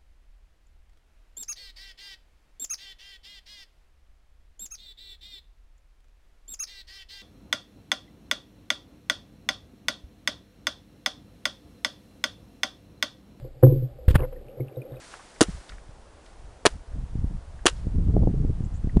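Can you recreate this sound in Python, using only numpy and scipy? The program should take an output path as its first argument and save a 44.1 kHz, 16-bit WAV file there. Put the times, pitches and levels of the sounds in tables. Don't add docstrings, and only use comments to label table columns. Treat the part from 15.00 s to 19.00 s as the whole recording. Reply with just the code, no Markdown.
import sys
import numpy as np
from scipy import signal
from scipy.fft import rfft, irfft
from scipy.io import wavfile
from scipy.ndimage import uniform_filter1d

SR = 44100
rng = np.random.default_rng(int(sys.argv[2]) if len(sys.argv) > 2 else 0)


def put_to_file(sound):
    columns = np.atleast_2d(sound).T
    safe = np.clip(columns, -1, 1)
    whole_steps = np.round(safe * 32767)
    wavfile.write(sys.argv[1], SR, whole_steps.astype(np.int16))


N = 176400
T = np.arange(N) / SR

# (time [s], level [dB], settled pitch [Hz], ring t60 [s])
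SLAPS = [(0.4085, -2.5, 353, 0.0044), (1.6532, -4, 447, 0.016), (2.6565, -3.5, 320, 0.0157)]
# (time [s], level [dB], pitch [Hz])
CRACKS = [(0.4219, -23, 1500), (0.4291, -10, 8960), (0.4356, -18, 4000), (0.438, -29, 7000),
          (1.658, -6, 1630), (1.6615, -8, 6920), (1.6647, -8, 2980), (1.6679, -6, 4200),
          (1.6738, -17, 3970), (2.6683, -13, 1325), (2.669, -3.5, 3050), (2.6807, -20, 7500),
          (2.688, -17.5, 3000), (2.6987, -25, 7000)]
# (frequency [Hz], level per Hz [dB])
HISS_COLOUR = [(500, -8), (1500, 0), (1900, -1.5), (2400, -6), (5000, -6), (9500, -8.5), (11500, -22.5)]


def from_db(db):
    return 10 ** (np.asarray(db) / 20)


def rms_one(x):
    return x / np.sqrt(np.mean(x ** 2) + 1e-20)


def in_time(rows):
    return np.interp(T, *np.transpose(rows))


def at_hz(rows, hz):
    rows = np.array(rows)
    return np.interp(np.log(hz + 1e-9), np.log(rows[:, 0]), rows[:, 1])


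def hump(hz, centre_hz):
    return np.exp(-np.log2(hz / centre_hz) ** 2)


def butter(x, hz, kind, order=2):
    sections = signal.butter(order, np.clip(hz, 10, .45 * SR), kind, fs=SR, output="sos")
    return signal.sosfilt(sections, x + 1e-18)


def colour(x, spectrum):
    hz = np.arange(N // 2 + 1) * SR / N
    return rms_one(irfft(rfft(x) * from_db(at_hz(spectrum, hz)), N))


def even(x, window_s=0.025):
    power = uniform_filter1d(x ** 2, int(window_s * SR))
    return x / np.sqrt(np.maximum(power, 1e-12))


def drift(hz):
    return rms_one(butter(rng.standard_normal(N + SR), hz, "low")[SR:])


def burst(start, attack, hold, t60):
    age = T - start
    return np.clip(age / attack, 0, 1) * from_db(-60 * np.maximum(age - attack - hold, 0) / t60)


def ring(start, hz, t60, sag=0, settle_s=0.0013):
    age = np.maximum(T - start, 0)
    cycles = hz * (age + sag * settle_s * (1 - np.exp(-age / settle_s)))
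    return np.sin(2 * np.pi * cycles) * np.exp(-np.log(1000) * age / t60)


def grains(per_s=8000, spread_db=2):
    clicks = (rng.random(N) < per_s / SR) * rng.choice([-1, 1], N)
    return clicks * from_db(spread_db * np.minimum(rng.exponential(1, N), 4))


def crackle(spectrum, per_s=8000, low_cut_hz=617):
    return rms_one(butter(colour(grains(per_s), spectrum), low_cut_hz, "high"))


def background():
    # (frequency [Hz], level per Hz [dB])
    air_colour = [(60, -13.5), (110, -7), (200, -5), (650, -3.5), (1100, -9.5), (1700, -14.5), (2300, -19),
                  (4500, -22.5), (10000, -26), (11500, -42), (13000, -70)]
    # (time [s], level [dB])
    hiss_fade = [(0, -50), (.15, -52), (.2, -55), (.38, -57), (.5, -50), (.62, -56), (.72, -58), (.8, -65),
                 (1.1, -82), (1.26, -62), (1.5, -77.5), (4, -84)]
    air = from_db(-55) * colour(rng.standard_normal(N), air_colour)
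    hiss = from_db(in_time(hiss_fade) + .7 * drift(30)) * colour(rng.standard_normal(N), HISS_COLOUR)
    return air + hiss


def bird():
    # (time [s], length [s], level [dB])
    chirps = [(3.633, .036, -59), (3.73, 0.059, -59.5)]
    start_hz, rise_hz, rough_hz = 6800, 1510, 551
    out, waver = 0, rough_hz * drift(600)
    for start, length, db in chirps:
        along = np.clip((T - start) / length, 0, 1)
        hz = start_hz + rise_hz * along ** 2 + waver
        out += from_db(db) * np.sin(np.pi * along) * np.sin(2 * np.pi * np.cumsum(hz) / SR)
    return out


def wind():
    # (time [s], level [dB])
    gusts = [(0.0, -60), (0.36, -56), (0.46, -41), (0.495, -25), (0.52, -43), (.56, -29.5), (0.66, -67),
             (0.73, -34.5), (0.79, -47.5), (1.28, -50.5), (1.49, -42.5), (1.61, -53.5), (1.7, -43.5),
             (1.76, -33), (1.85, -57), (1.91, -33.5), (2.0, -27), (2.09, -36), (2.19, -28), (2.35, -29),
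             (2.45, -43.5), (2.58, -36), (2.61, -39.5), (2.85, -27), (2.88, -24.5), (2.92, -29.5),
             (2.97, -24.5), (3.13, -21.5), (3.17, -17.5), (3.25, -18), (3.32, -23), (3.46, -23.5),
             (3.56, -26.5), (3.76, -29), (3.87, -27.5), (3.92, -30.5), (3.97, -16.5), (4.0, -23.5)]
    # (frequency [Hz], band level [dB])
    rumble_colour = [(25, -28), (60, -27), (120, -28), (240, -35), (480, -47), (960, -73)]
    strong_gust_db, flicker_db, flutter_db = -20.5, 2, 2.5
    knee_hz, brighten_per_octave = 64.8, 0.66
    gust_db = in_time(gusts) - strong_gust_db + flicker_db * drift(22)
    out, edges_hz = 0, 18 * 2 ** (np.arange(10) * 2 / 3)
    for low, high in zip(edges_hz, edges_hz[1:]):
        hz = np.sqrt(low * high)
        band = even(butter(rng.standard_normal(N + SR), [low, high], "band", order=3))[SR:]
        steepness = 1 + brighten_per_octave * max(np.log2(hz / knee_hz), 0)
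        out += band * from_db(at_hz(rumble_colour, hz) + steepness * gust_db + flutter_db * drift(25))
    return out


def port(x, low_hz=66.1, high_hz=710, q=1.07):
    w = 2 * np.pi * high_hz
    resonance = signal.bilinear([w * w], [1, w / q, w * w], SR)
    return signal.lfilter(*resonance, butter(x, low_hz, "high", order=1))


def eddies():
    # (time [s], level [dB], half width [ms])
    buffets = [(.486, -24.5, 1.2), (0.549, -17, 4.2), (.893, -27, 2.3), (2.037, -12.5, 3),
               (2.155, -11.5, 1.43), (2.19, -11.5, 2.5), (2.2439, -6, 1.95), (2.311, -13, 2.13),
               (2.35, -16.5, 3.1), (2.87, -11, 1.32), (2.964, -8, 3.3), (3.028, -10.5, 3),
               (3.087, -7.5, 1.4), (3.1667, -3.5, 0.54), (3.1764, -11.5, 1), (3.211, -6.5, 2.4),
               (3.234, -14, 0.46), (3.273, -4, 0.67), (3.449, -9.5, 1.24), (3.607, -9.5, 1.67),
               (3.845, -8, 1.62), (3.873, -12, 1.2), (3.9699, 1, 0.83)]
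    lead_s, puff_band_hz = 0.0046, (400, 737)
    suction, puffs = 0, 0
    for at, db, width_ms in buffets:
        suction -= from_db(db) / (1 + ((T - at) * 1000 / width_ms) ** 2)
        puffs += from_db(db - 36) / width_ms ** 2 * burst(at - lead_s, lead_s, hold=0, t60=0.041)
    turbulence = even(butter(rng.standard_normal(N), puff_band_hz, "band", order=3))
    return port(suction) + puffs * turbulence


def debris():
    # (time [s], level [dB], pitch [Hz], half
    # width [octaves], t60 [s])
    patters = [(.11, -52.5, 1280, 1.8, 0.46), (.137, -40, 1000, 0.75, 0.081),
               (0.192, -49, 1100, 0.55, 0.12), (0.36, -48, 1820, .3, 0.02),
               (0.692, -40.5, 3500, 0.52, 0.034), (0.691, -45, 1670, 0.37, 0.08),
               (0.719, -49, 1600, 0.43, 0.087), (0.782, -43.5, 1470, 0.4, 0.0098),
               (1.261, -51.5, 2840, 0.63, 0.028), (2.59, -54, 1670, 0.18, 0.044),
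               (2.76, -59, 3200, 0.79, 0.36), (3.892, -48.5, 1850, 0.13, 0.038),
               (3.97, -43.5, 2400, 1.0, 0.0062)]
    out, grit = 0, grains(per_s=12000, spread_db=1.2)
    for start, db, hz, octaves, t60 in patters:
        width = 2 ** octaves
        band = rms_one(butter(grit, [hz / width, hz * width], "band"))
        out += from_db(db) * burst(start, attack=0.0021, hold=0, t60=t60) * band
    return out


def ripping():
    # (time [s], hold [s], level [dB], pulp [dB], tail [dB], tail hold [s],
    # tail t60 [s], spray [dB], spray t60 [s], mid boost [dB], treble boost [dB])
    rips = [(0.4109, 0.0021, -11.5, -17, -19.5, 0.0064, 0.066, -56, 0.81, -1.5, 3),
            (1.658, 0.0073, -14.5, -16.5, -21, 0.0068, 0.044, -44.5, 0.28, 2.5, -0.5),
            (2.6623, 0.0061, -11.5, -31, -24.5, 0.019, 0.066, -53, .7, -0.5, -1.5)]
    # (frequency [Hz], level per Hz [dB])
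    rind_colour = [(400, -27), (680, -4), (830, -9.5), (1000, 2), (1700, -2), (2230, -10.5), (2900, -1.5),
                   (3600, -6.5), (4230, -6.5), (4650, -5.5), (5400, -7), (7400, -6), (8200, -13.5),
                   (9500, -5.5), (10400, -18), (12000, -31)]
    # (frequency [Hz], level per Hz [dB])
    pulp_colour = [(100, -9.5), (250, -8), (450, 1), (800, -11), (1500, -14), (4000, -42.5)]
    attack_s, tear_t60_s, crack_t60_s = 0.00099, 0.0079, 0.0047
    crush_db, slap_grit_db, crack_grit_db = -26, -12.5, -8.5
    mid_hz, top_hz, wet_top_db = 2476, 9500, -5.5
    squash = colour(grains(), pulp_colour)
    scatter = crackle(HISS_COLOUR, per_s=3400)
    out = 0
    for (contact, slap_db, _, _), rip in zip(SLAPS, rips):
        start, hold, tear_db, pulp_db, tail_db, tail_hold, tail_t60 = rip[:7]
        spray_db, spray_t60, mid_db, top_db = rip[7:]
        crisp = [(hz, db + mid_db * hump(hz, mid_hz) + top_db * hump(hz, top_hz))
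                 for hz, db in rind_colour]
        wet = [(hz, db + wet_top_db * hump(hz, top_hz)) for hz, db in crisp]
        crush = from_db(crush_db) * burst(contact, attack_s, start - contact, crack_t60_s)
        tear = from_db(tear_db) * burst(start, attack_s, hold, tear_t60_s)
        snaps = [(contact, slap_db + slap_grit_db)]
        snaps += [(at, db + crack_grit_db) for at, db, _ in CRACKS if abs(at - start) < .5]
        spikes = [from_db(db) * burst(at, .0001, 0.00042, crack_t60_s) for at, db in snaps]
        rind = np.sqrt(sum(stage ** 2 for stage in [crush, tear, *spikes])) * crackle(crisp)
        flesh = from_db(tail_db) * crackle(wet) + from_db(pulp_db) * squash
        tail = burst(start, attack_s, tail_hold, tail_t60) * flesh
        spray = from_db(spray_db) * burst(start, attack=.01, hold=0, t60=spray_t60) * scatter
        out += rind + tail + spray
    return out


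def hammer_blows():
    # (time [s], level [dB], pitch [Hz], t60 [s])
    ground_hits = [(0.4144, 0, 318, 0.029), (1.6645, -6, 448, 0.017), (2.6643, -15, 319, 0.03)]
    # (pitch [Hz], level [dB], t60 [s])
    hollow_modes = [(678, -20, 0.047), (1290, -35.5, 0.041)]
    crack_cycles, shell_low_hz = 14, 188
    slaps = sum(from_db(db) * ring(at, hz, t60, sag=.65) for at, db, hz, t60 in SLAPS)
    thuds = sum(from_db(db) * ring(at, hz, t60) for at, db, hz, t60 in ground_hits)
    hollow = sum(from_db(db) * ring(at, hz, t60) for at, *_ in SLAPS for hz, db, t60 in hollow_modes)
    cracks = sum(from_db(db) * ring(at, hz, t60=crack_cycles / hz) for at, db, hz in CRACKS)
    return butter(slaps + thuds + hollow + cracks, shell_low_hz, "high", order=1)


def scene():
    return (hammer_blows() + ripping() + debris() + wind() + eddies() + bird() + background())[None]


def record(dry):
    ceiling, treble_edge_hz, cutoff_hz = 0.8, 11020, 12500
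    clipped = dry / (1 + (dry / ceiling) ** 4) ** .25
    dull = butter(clipped, treble_edge_hz, "low", order=10)
    return signal.sosfilt(signal.ellip(10, .1, 70, cutoff_hz, fs=SR, output="sos"), dull)


dry = scene()
out = record(dry)
put_to_file(out)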